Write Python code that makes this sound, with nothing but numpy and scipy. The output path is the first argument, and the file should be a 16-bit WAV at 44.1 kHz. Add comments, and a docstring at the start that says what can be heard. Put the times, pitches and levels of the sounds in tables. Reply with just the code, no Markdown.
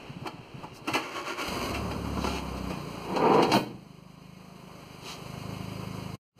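"""An old minibus engine catches, flares and settles to a throbbing idle: each firing sends a pressure
pulse through the resonances of exhaust pipe and cabin, and shakes block and valves. Before it catches,
a pet carrier bumps on the floor and the starter's gears grind against compression. The sliding door
rumbles along its track and slams, ringing its steel. The clatter drops in level, then steadily grows
louder again and, after a short hiss, the exhaust throbs harder as the engine takes up load."""
import sys
import numpy as np
from scipy import signal
from scipy.fft import rfft, irfft, next_fast_len
from scipy.io import wavfile
from scipy.ndimage import map_coordinates

SR = 44100
rng = np.random.default_rng(int(sys.argv[2]) if len(sys.argv) > 2 else 0)


def generate_wav(sig):
    """Save sig (samples, or channels by samples) to the path in sys.argv[1] as 16-bit PCM at SR."""
    pcm = np.round(np.clip(np.atleast_2d(sig).T, -1, 1) * 32767).astype(np.int16)
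    wavfile.write(sys.argv[1], SR, pcm)


N = 282195
DROP_S = 3.6  # the background wash and the engine turn quieter just after the slam


def amp(db):
    """Amplitude ratio of a level in decibels."""
    return np.exp(np.asarray(db) * (np.log(10) / 20))

def unit(x):
    """Normalisation to rms 1."""
    return x / np.sqrt(np.mean(x ** 2) + 1e-20)

def along(points, hz):
    """Interpolation of (f/Hz, value) points on a logarithmic frequency axis."""
    f, v = np.transpose(points)
    return np.interp(np.log(hz + 1), np.log(f + 1), v)

def clock():
    """Time of each sample."""
    return np.arange(N) / SR

def step(on, lag):
    """Smooth transition from 0 to 1 around the time on."""
    return (1 + np.tanh((clock() - on) / lag)) / 2

def wobble(rate):
    """Smooth random modulation, rate knots a second."""
    return map_coordinates(rng.standard_normal(int(N * rate / SR) + 4), [np.arange(N) * rate / SR])

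def swells(rows):
    """Gaussian envelopes (t/s, level/dB, half length/s) that add in power."""
    return np.sqrt(sum(amp(db) ** 2 * np.exp(-((clock() - s) / width) ** 2) for s, db, width in rows))

def grit(rate, share, size=N):
    """Shot noise: random impacts, rate a second, carry a share of the power of a noise of rms 1."""
    impacts = (rng.random(size) < rate / SR) * rng.standard_normal(size)
    return np.sqrt(share) * unit(impacts) + np.sqrt(1 - share) * rng.standard_normal(size)

def filtered(x, response):
    """Zero-phase filtering by a function of frequency."""
    size = next_fast_len(N + SR // 2)
    return irfft(rfft(x, size) * response(np.fft.rfftfreq(size, 1 / SR)), size)[:N]

def coloured(x, spectrum, size=8192):
    """Minimum-phase filtering to the shape (f/Hz, level/dB), at unit power gain."""
    gain = np.maximum(amp(along(spectrum, np.fft.rfftfreq(size, 1 / SR))), 1e-5)
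    cepstrum = irfft(np.log(gain))
    cepstrum[1:size // 2] *= 2
    cepstrum[size // 2 + 1:] = 0
    kernel = irfft(np.exp(rfft(cepstrum)))
    return signal.oaconvolve(x, kernel / np.linalg.norm(kernel))[:N]

def ringing(x, modes, share):
    """Modal resonance: x drives damped modes (f/Hz, bandwidth/Hz, level/dB), mixed at constant power."""
    t = np.arange(SR // 5) / SR
    ring = sum(amp(db) * width * np.exp(-np.pi * width * t) * np.cos(2 * np.pi * hz * t)
               for hz, width, db in modes)
    response = unit(signal.oaconvolve(x, ring)[:len(x)])
    return unit((1 - share) * unit(x) + share * response) * np.std(x)


# reverberation of cabin and street: f/Hz, T60/s
REVERB_TIMES = [(150, 0.73), (900, 0.34), (3000, 0.43), (10000, 0.22)]

def reverberation(x):
    """A diffuse field decays exponentially, each frequency at its own rate."""
    hz, t, spectra = signal.stft(rng.standard_normal(SR // 2), SR, nperseg=256)
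    decay = amp(-60 * t / along(REVERB_TIMES, hz)[:, None])
    tail = signal.istft(spectra * decay, SR, nperseg=256)[1]
    return signal.fftconvolve(x, np.pad(tail / np.linalg.norm(tail), (400, 0)))[:N]

# traffic spectrum: f/Hz, level/dB
TRAFFIC_SPECTRUM = [(25, -36), (50, -10), (120, -2), (200, -9), (340, -4.5), (600, -6), (1100, -8),
                    (1800, -24.5), (2700, -19), (4300, -18), (5600, -36), (6500, -31), (10000, -36.5),
                    (15400, -41.5)]

def street(level_db=-51, drop_db=14):
    """Incoherent summation: distant traffic is a wavering wash, quieter just after the slam."""
    noise = coloured(rng.standard_normal(N), TRAFFIC_SPECTRUM)
    return noise * amp(level_db - drop_db * step(DROP_S, 0.04) + 1.1 * wobble(18))

# brief hisses: t/s, level/dB, half length/s
HISSES = [(2.28, -39.5, 0.064), (2.37, -41.5, 0.024), (2.58, -45.5, 0.011), (3.346, -41.5, .012),
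          (5.1, -39.5, 0.04)]
# their spectrum: f/Hz, level/dB
HISS_SPECTRUM = [(400, -21), (1100, 3.5), (1700, -8), (3000, 4), (4300, 3), (5500, -6.5), (6500, -3.5),
                 (8000, -12.5), (10500, -15), (15000, -22.5)]

def swishes():
    """Amplitude-modulated noise is heard as soft hisses and one thin rustle."""
    rustle = grit(2500, 0.22) * swells([(0.765, -52, 0.018)])
    rustle = coloured(rustle, [(2500, -22), (4300, 4), (8000, -6), (15000, -12)])
    return coloured(grit(2800, 0.11) * swells(HISSES), HISS_SPECTRUM) + rustle

# pushes of the carrier: t/s, level/dB, half length/s
DRAGS = [(.02, -47.5, 0.12), (.33, -52.5, 0.4), (.66, -52.5, .13)]
# spectrum of plastic on the floor: f/Hz, level/dB
DRAG_SPECTRUM = [(150, 0), (380, 4.5), (700, -5), (1250, -6), (1900, -12.5), (2750, -1), (3600, -16),
                 (6000, -22), (15000, -40)]

def carrier_drags():
    """Sliding friction makes soft noise as the carrier is pushed into place."""
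    return coloured(grit(830, 0.25) * swells(DRAGS), DRAG_SPECTRUM)

# bumps of carrier and bodywork: t/s, level/dB, f/Hz
BUMPS = [(0.095, -26, 145), (.161, -27, 176), (.216, -26.5, 140), (0.338, -31.5, 175), (0.389, -31.5, 133),
         (.542, -28, 138), (0.574, -33, 175), (.635, -30, 161), (.72, -34.5, 132), (0.815, -34, 141),
         (0.92, -27, 130), (2.152, -27, 200), (2.168, -23, 282), (2.244, -19, 210), (2.269, -20, 856),
         (3.49, -24.5, 131), (3.749, -34, 137), (5.019, -37, 110)]

def bumps(t60=0.077):
    """Damped free vibration: each soft bump rings three inharmonic modes of the floor."""
    sound = np.zeros(N)
    age = np.arange(SR // 4) / SR
    attack = 1 - np.exp(-age / 0.0042)
    for s, db, hz in BUMPS:
        phase = 2 * np.pi * hz * age
        ring = np.sin(phase) - 0.14 * np.sin(0.64 * phase) + 0.53 * np.sin(1.6 * phase)
        sound[round(s * SR):][:len(age)] += amp(db - 60 * age / t60) * attack * ring
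    return sound

# spectrum of a struck panel: f/Hz, level/dB
THUD_SPECTRUM = [(50, -48), (90, -15.5), (140, -17.5), (210, -6), (330, 3.5), (450, -2.5), (650, -3.5),
                 (860, -0.5), (1300, -8.5), (1900, -23.5), (3000, -53)]

def impacts(rows, clack_spectrum, panel_modes, metal_modes, panel_share, metal_share, scrape_db, settle_s):
    """Impact excitation: dying bursts of contacts make panels thud and loose metal clack."""
    def struck(modes):  # no two blows stir the modes alike
        return [(hz, width, db + 3 * rng.standard_normal()) for hz, width, db in modes]

    sound = np.zeros(N + SR)
    age = np.arange(-SR // 10, SR // 2) / SR
    for s, thud_db, clack_db, t60 in rows:
        rise_s = 0.0007 * amp(-22.5 - max(thud_db, clack_db))  # softer blows rise more slowly
        blow = (1 + np.tanh(age / rise_s / 2)) / 2 * amp(-60 * np.maximum(age, 0) / t60)
        # the parts scrape together just before they meet
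        scrape = amp(scrape_db) * np.exp(np.minimum(age / 0.031, -age / settle_s))
        envelope = blow / blow.max() + scrape
        thud = coloured(envelope * grit(1400, 0.4, len(age)), THUD_SPECTRUM)
        thud = ringing(thud, struck(panel_modes), panel_share)
        clack = coloured(envelope * grit(1800, 0.055, len(age)), clack_spectrum)
        clack = ringing(clack, struck(metal_modes), metal_share)
        sound[round(s * SR) - SR // 10:][:len(thud)] += amp(thud_db) * thud + amp(clack_db) * clack
    return sound[:N]

# knocks of carrier, starter pinion and bodywork: t/s, thud level/dB, clack level/dB, T60/s
CABIN_KNOCKS = [(0.258, -33, -46.5, 0.076), (0.272, -32, -35, 0.032), (0.637, -38, -49, 0.089),
                (0.876, -27, -31.5, 0.15), (.937, -33, -24, 0.061), (0.95, -23.5, -26, 0.14),
                (1.742, -51, -34.5, 0.19), (1.914, -34.5, -38.5, 0.045), (2.173, -32.5, -57, 0.083),
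                (2.244, -26, -36, 0.046), (2.271, -27, -35.5, 0.039), (2.7, -35.5, -41, 0.18)]
# spectrum of loose metal: f/Hz, level/dB
CLACK_SPECTRUM = [(880, -16.5), (1500, -5), (1850, -6), (2300, 1.5), (2750, 0.5), (3300, -5), (4200, -6.5),
                  (5500, -11), (6400, -13.5), (8000, -14.5), (11000, -20), (13500, -20), (15400, -34.5)]
# modes of the floor and of loose parts: f/Hz, bandwidth/Hz, level/dB
FLOOR_MODES = [(227, 30, -0.5), (324, 11, 2), (470, 18, -5.5), (600, 25, -6), (857, 27, 1.5), (973, 52, 0),
               (1160, 63, 1.5), (1360, 25, -1)]
LOOSE_MODES = [(1330, 25, 10.5), (1690, 30, -0.5), (2055, 33, -0.5), (2382, 25, 0.5), (2464, 13, 5),
               (2680, 22, 4), (2765, 18, -2), (2950, 20, 2.5), (3150, 33, 2.5), (4080, 27, -4.5),
               (4370, 35, -0.5), (4860, 45, -0.5), (6270, 60, 0)]

def cabin_knocks():
    """Impacts inside the cabin excite the modes of floor and loose parts."""
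    return impacts(CABIN_KNOCKS, CLACK_SPECTRUM, FLOOR_MODES, LOOSE_MODES,
                   panel_share=0.33, metal_share=0.52, scrape_db=-16, settle_s=0.038)

# spectrum of the rolling door: f/Hz, level/dB
RUMBLE_SPECTRUM = [(47, -47.5), (90, -39.5), (140, -3), (200, -0.5), (330, -1), (450, -1), (620, -9),
                   (780, -4.5), (1000, -5.5), (1570, -22.5), (2600, -20), (4200, -40.5), (7000, -53),
                   (12000, -62), (15000, -75)]
# modes of the hanging door and of its track: f/Hz, bandwidth/Hz, level/dB
HANGING_MODES = [(188, 18, -7), (323, 14, -10.5), (350, 12, -1), (438, 13, 2.5), (472, 10, 0.5),
                 (503, 9.1, 1), (554, 16, -1.5), (733, 28, -3), (781, 25, 1), (883, 14, -4), (958, 24, 4),
                 (1038, 14, -2), (1192, 32, 0.5)]
TRACK_MODES = [(1343, 25, 3), (1610, 19, -3.5), (1850, 25, -7), (2290, 25, -2), (2450, 25, 2),
               (2700, 32, -4.5), (2860, 27, 1.5), (3135, 30, -3.5), (4120, 23, 1), (4470, 18, 0.5),
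               (4890, 40, -8.5)]

def door_roll(push_s=3.05, full_speed_s=3.249, swing_in_s=3.44, t60=0.68):
    """Rolling noise grows with speed, drives door and track, and dies as the door swings in."""
    t = clock()
    gathering_db = 94 * np.minimum(t - full_speed_s, 0)
    dying_db = -5.5 * step(swing_in_s, 0.025) - 60 * np.maximum(t - swing_in_s, 0) / t60
    rolling = step(push_s, 0.012) * amp(-21.5 + gathering_db + dying_db + 0.46 * wobble(45))
    rumble = coloured(grit(800, 0.39) * rolling, RUMBLE_SPECTRUM)
    chatter_spectrum = [(700, -25), (1400, 3.5), (4300, -2), (7000, -17.5), (15000, -36)]
    chatter = coloured(grit(170, 0.55) * rolling, chatter_spectrum)
    return ringing(rumble, HANGING_MODES, 0.42) + amp(-20) * ringing(chatter, TRACK_MODES, 0.93)

# blows on track and latch: t/s, thud level/dB, clack level/dB, T60/s
DOOR_KNOCKS = [(3.052, -45, -49, 0.047), (3.162, -26, -35, 0.13), (3.241, -24, -51, 0.04),
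               (3.26, -19.5, -45.5, 0.047), (3.338, -31.5, -43.5, 0.11), (3.362, -16, -48, 0.022),
               (3.427, -29, -27, .08), (3.518, -21, -24, 0.11), (3.536, -19, -27.5, 0.069),
               (3.548, -20.5, -30.5, 0.07), (3.565, -19, -32.5, 0.072)]
# latch spectrum: f/Hz, level/dB
LATCH_SPECTRUM = [(880, -11), (1500, -4.5), (1850, -10), (2300, -2), (2750, 1), (3300, -3.5), (4200, -2),
                  (5500, -12.5), (6400, -13), (8000, -16.5), (11000, -21.5), (13500, -27), (15400, -47)]
# modes of the door's sheet steel and of its fittings: f/Hz, bandwidth/Hz, level/dB
STEEL_MODES = [(195, 17, -6.5), (235, 18, -2), (315, 10, -0.5), (355, 10, -6.5), (427, 12, 2),
               (516, 18, 4.5), (600, 18, 4), (728, 16, -1.5), (842, 20, 0), (919, 17, 0), (1100, 20, -10.5)]
FITTING_MODES = [(1440, 17, 5.5), (1776, 20, -1), (2250, 18, -0.5), (2450, 21, 1), (2550, 16, -0.5),
                 (2850, 23, 0), (3220, 28, 2.5), (3940, 30, -3.5), (4170, 23, 1), (4340, 23, 1),
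                 (4690, 29, 1), (4790, 40, 2), (5200, 34, 1), (5860, 60, 0), (6650, 40, 1.5)]

def door_knocks():
    """Impacts excite the door's modes as it jolts on its track and meets the latch."""
    return impacts(DOOR_KNOCKS, LATCH_SPECTRUM, STEEL_MODES, FITTING_MODES,
                   panel_share=0.35, metal_share=0.38, scrape_db=-13.5, settle_s=0.018)

def door_boom(at_s=3.528, t60=0.26):
    """Compression of an enclosed volume: the closing door makes the cabin's air boom."""
    age = np.maximum(clock() - at_s, 0)
    spectrum = [(40, -24), (85, -35), (125, -5), (210, -2.5), (280, -25.5), (500, -36.5)]
    boom = coloured(rng.standard_normal(N), spectrum)
    return boom * amp(-21 - 60 * age / t60) * (1 - np.exp(-age / 0.0172))

# high modes of the door's steel skin: f/Hz, level/dB, T60/s
SKIN_MODES = [(1273, -9, 0.17), (1485, -3.5, 0.17), (1530, -6, .2), (1680, -8, 0.22), (1910, -6, .21),
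              (2164, -3.5, .2), (2422, 1, .11), (2500, -4, .27), (2700, -1.5, 0.14), (3100, 2, .15),
              (3070, 2, 0.15), (3914, -3.5, .19), (4100, -6, .18), (4185, -3, .15), (4180, -4, .19),
              (4398, -3, .15)]

def door_skin(at_s=3.553):
    """Free vibration of a plate: the slam leaves thin, slightly unsteady tones."""
    age = np.maximum(clock() - at_s, 0)
    ring = np.zeros(N)
    for hz, db, t60 in SKIN_MODES:
        decay = amp(db + rng.normal(0, 1.5) - 60 * age / t60)
        ring += decay * np.sin(2 * np.pi * (hz * age + rng.random()) + 0.3 * wobble(60))
    return amp(-34.5) * (1 - np.exp(-age / 0.0036)) * ring

# scrapes of a loose part along the bodywork: t/s, level/dB, half length/s
SCRAPES = [(2.312, -41.5, 0.01), (2.34, -38.5, 0.013), (2.378, -36, 0.015)]
# modes of the scraped part: f/Hz, bandwidth/Hz, level/dB
SCRAPED_MODES = [(396, 16, 2), (854, 39, 5), (994, 20, -5), (2414, 37, -2), (2640, 44, -5), (4300, 50, -3)]
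# spectrum of grinding, shared with the starter's gears: f/Hz, level/dB
GRIND_SPECTRUM = [(90, -44.5), (200, -5), (360, 1), (450, -5), (750, -4.5), (1150, 0.5), (1750, -6.5),
                  (2400, -4.5), (2900, -3.5), (4300, -13.5), (5500, -18.5), (6400, -14), (9000, -26),
                  (12000, -24), (15400, -41.5)]

def scrapes():
    """Gritty friction drives the resonances of the scraped part."""
    friction = coloured(grit(600, 0.71) * swells(SCRAPES), GRIND_SPECTRUM)
    return ringing(friction, SCRAPED_MODES, 0.63)

# compression strokes while cranking: t/s, level/dB, half length/s
COMPRESSIONS = [(1.04, -41.5, 0.047), (1.175, -35.5, 0.034), (1.295, -33, 0.028), (1.404, -30.5, 0.018),
                (1.48, -45, 0.068)]
# modes of the starter's housing: f/Hz, bandwidth/Hz, level/dB
HOUSING_MODES = [(364, 60, -6), (475, 12, -11.5), (577, 25, 0.5), (840, 10, -1), (950, 20, -10),
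                 (1089, 43, -2), (1390, 19, 0), (2130, 21, -5), (2250, 25, -4), (2590, 20, -3),
                 (2740, 14, -5), (2990, 17, -8), (4420, 45, 0.5), (4800, 44, -1)]

def starter(unloaded_mesh_hz=1250):
    """Gear meshing: the teeth grind louder and slower as each piston comes up on compression."""
    cranking = np.interp(clock(), [0.94, 0.97, 1.48, 1.6], [0, 1, 1, 0])
    load = swells(COMPRESSIONS)
    mesh_hz = unloaded_mesh_hz * (1 - 0.19 * load / load.max()) * (1 + 0.043 * wobble(90))
    teeth = np.diff(np.floor(np.cumsum(mesh_hz) / SR), prepend=0)
    grind = grit(350, 0.27) + 0.2 * unit(teeth - teeth.mean())
    envelope = 0.86 * load + amp(-45.5) * cranking
    return ringing(coloured(grind * envelope, GRIND_SPECTRUM), HOUSING_MODES, 0.44)

# spectra of block and valves: f/Hz, level/dB
BLOCK_SPECTRUM = [(120, -17), (200, 1.5), (330, -1), (450, -1), (560, -4.5), (800, -6), (1080, -7),
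                  (1300, -10), (1600, -15), (2000, -28), (3000, -55.5)]
VALVE_SPECTRUM = [(1000, -21), (1600, -15.5), (1900, -4), (2400, -0.5), (2900, 1), (3300, -3), (4200, -3.5),
                  (4900, -5.5), (5450, -14.5), (6400, -8.5), (8000, -11.5), (10000, -13.5), (12500, -13),
                  (15400, -24.5)]
# modes of the engine covers, and of valve cover and brackets: f/Hz, bandwidth/Hz, level/dB
COVER_MODES = [(340, 16, -8), (396, 21, 1.5), (564, 16, 0.5), (696, 12, 5), (966, 25, 3.5), (1050, 17, 5),
               (1060, 27, 4.5), (1186, 110, 1.5)]
BRACKET_MODES = [(2170, 24, 1), (2352, 20, 0), (2450, 14, -0.5), (2576, 22, -1.5), (2820, 20, -0.5),
                 (2990, 27, -2), (4065, 21, -1), (4280, 28, 2.5), (4600, 23, -1.5), (4820, 46, 2),
                 (6130, 45, 5)]

def clatter(firings, catching, block_db, valve_db):
    """Structure-borne noise, modulated at the firing rate; the valves rattle coarsely at the catch."""
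    def throb(depth_db, lag):
        return unit(amp(depth_db * np.cos(2 * np.pi * (firings - lag))))

    block = grit(1100, 0.31) * throb(0.63, 0.07) * amp(block_db + 0.8 * wobble(22.07))
    shaking = throb(0.7, 0.16) * amp(valve_db + 0.56 * wobble(22.17))
    valves = (1 - catching) * grit(1200, 0.096) * shaking
    rattle = catching * grit(260, 0.38) * shaking
    return (ringing(coloured(block, BLOCK_SPECTRUM), COVER_MODES, 0.28)
            + ringing(coloured(valves, VALVE_SPECTRUM), BRACKET_MODES, 0.32)
            + ringing(coloured(rattle, VALVE_SPECTRUM), BRACKET_MODES, 0.38))

def burble(level_db):
    """Uneven combustion adds low-frequency noise under the pulses."""
    spectrum = [(25, -15), (60, 6.5), (110, 15), (220, -4), (400, -38.5)]
    return coloured(rng.standard_normal(N), spectrum) * amp(level_db)

# spectrum of the gas bursts: f/Hz, level/dB
BARK_SPECTRUM = [(80, -31), (140, -7), (190, 1), (270, -3), (330, -11.5), (500, -30), (900, -53)]

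def bark(firings, firing_hz, full_hz=36.1, decay_cycles=0.44):
    """Pulsed flow noise: near full speed each firing lets out a short, ragged burst of gas."""
    bursts = unit(np.exp(-((firings + 0.1) % 1) / decay_cycles))
    level_db = -39 + 3.5 * np.minimum(firing_hz - full_hz, 0)
    return coloured(rng.standard_normal(N) * bursts * amp(level_db), BARK_SPECTRUM)

# spectral envelope of the idling exhaust: f/Hz, level/dB
IDLE_SPECTRUM = [(50, -55.5), (59, -53), (70, -54.5), (85, -58), (105, -54), (133, -52), (158, -47.5),
                 (170, -50.5), (184, -45.5), (205, -58), (238, -63.5), (263, -53.5), (290, -64.5),
                 (400, -70.5)]
# its change with open throttle, cabin resonance when racing, load, and after the slam: f/Hz, gain/dB
THROTTLE_GAIN = [(50, 10.5), (60, 11.5), (70, 15.5), (90, 5), (100, 11.5), (107, 16), (138, -9), (160, 0),
                 (200, 1), (280, 3.5), (400, 4)]
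CABIN_GAIN = [(120, 0), (145, 10), (163, 3.5), (180, 8.5), (197, 5), (213, 13), (238, 10.5), (260, 0),
              (280, 12), (320, 1)]
LOAD_GAIN = [(50, 9.5), (80, 13), (105, 20.5), (135, 13.5), (165, 9), (195, 6.5), (260, 11), (400, 12)]
DROP_GAIN = [(50, -10.5), (80, -5.5), (105, -8), (130, -4.2), (160, -4.5), (190, -2.5), (260, -8.5)]
# dabs of the throttle: opening t/s, closing t/s, fraction open
THROTTLE_DABS = [(1.463, 1.566, 0.9), (1.63, 1.925, 1), (1.957, 2.715, 0.92)]
IDLE_HZ, RACING_HZ = 26, 28.7  # firing rates

def exhaust(firings, firing_hz, load_s=5.23, dispersion_hz=560, lead_cycles=0.026):
    """Source and filter: harmonics of the firing rate slide through the resonances of pipe and cabin."""
    throttle = sum(opening * (step(on, 0.022) - step(off, 0.022)) for on, off, opening in THROTTLE_DABS)
    load, dropped = step(load_s, 0.096), step(DROP_S, 0.04)
    racing = (1 + np.tanh((firing_hz - RACING_HZ) / 0.6)) / 2 * step(1.95, 0.088)
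    sound = np.zeros(N)
    for order in range(2, 12):
        hz = order * firing_hz
        db = (along(IDLE_SPECTRUM, hz) + throttle * along(THROTTLE_GAIN, hz)
              + racing * along(CABIN_GAIN, hz) + load * along(LOAD_GAIN, hz)
              + dropped * along(DROP_GAIN, hz))
        # higher harmonics are less steady and arrive later
        waver_db = order * 0.32 * (1 - 0.65 * dropped) * wobble(18)
        cycles = order * (firings + lead_cycles) - (hz / dispersion_hz) ** 2
        sound -= amp(db + waver_db) * np.sin(2 * np.pi * cycles)
    return sound * amp(0.25 * (firing_hz - IDLE_HZ) + 0.7 * wobble(26))

# engine speed: t/s, firing rate/Hz
FIRING_RATE = [(1.49, 24), (1.62, 27.8), (1.78, 35), (1.87, 36.5), (2.0, 35.5), (2.1, 35.4), (2.5, 32.6),
               (2.8, 29.8), (3.05, 27.2), (3.3, 25.6), (3.9, 25.32), (4.4, 26.43), (4.8, 25.88),
               (5.2, 25.2), (5.5, 26.41), (6.15, 26.25)]

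def engine(catch_s=1.405, first_firing_s=1.48, caught_s=1.747, recovery_s=(4.17, 5.28)):
    """Periodic combustion drives exhaust and clatter, both louder with speed."""
    t = clock()
    times, rates = np.transpose(FIRING_RATE)
    firing_hz = np.interp(t, times, rates)
    firings = np.cumsum(firing_hz) / SR
    firings -= np.interp(times[0], t, firings)
    catching = 1 - step(caught_s, 0.062)
    # the clatter drops in level after the slam, then steadily grows louder again
    drop_db = 12.5 * step(DROP_S, 0.04) * np.interp(t, recovery_s, [1, 0])
    block_db = -45 + 0.63 * (firing_hz - IDLE_HZ) + 9 * catching - drop_db
    valve_db = -50 + 0.1759 * (firing_hz - IDLE_HZ) + 11.5 * catching - drop_db
    machinery = clatter(firings, catching, block_db, valve_db)
    combustion = burble(block_db - 11.5 + 4.1 * catching)
    gas = exhaust(firings, firing_hz) + combustion + bark(firings, firing_hz)
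    return step(first_firing_s, 0.019) * gas + step(catch_s, 0.034) * machinery

def scene():
    """Superposition at one point; blows and engine also excite the reverberant field."""
    knocks = amp(-1) * (cabin_knocks() + door_knocks())
    blows = knocks + bumps() + door_roll() + door_boom() + door_skin() + scrapes()
    motor = engine()
    echo = reverberation(amp(-13) * blows + amp(-14.5) * motor)
    return (blows + motor + echo + starter() + carrier_drags() + swishes() + street())[None]

def record(dry, top_hz=15500, fade_s=6.153, return_s=6.405):
    """Notch and low-pass filtering shape the treble; the level drops out briefly at the end."""
    # f/Hz, half width/Hz, gain/dB
    notches = [(3560, 215, -19), (7300, 200, -14), (11050, 430, -13), (14750, 300, -11)]

    def response(hz):
        notch_db = sum(db * np.exp(-((hz - centre) / width) ** 2) for centre, width, db in notches)
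        return amp(notch_db) * (hz < top_hz)

    t = clock()
    dropout_db = np.clip(np.maximum(1707 * (fade_s - t), 694 * (t - return_s)), -80, 0)
    return filtered(dry[0] * amp(dropout_db), response)[None]


dry = scene()
out = record(dry)
generate_wav(out)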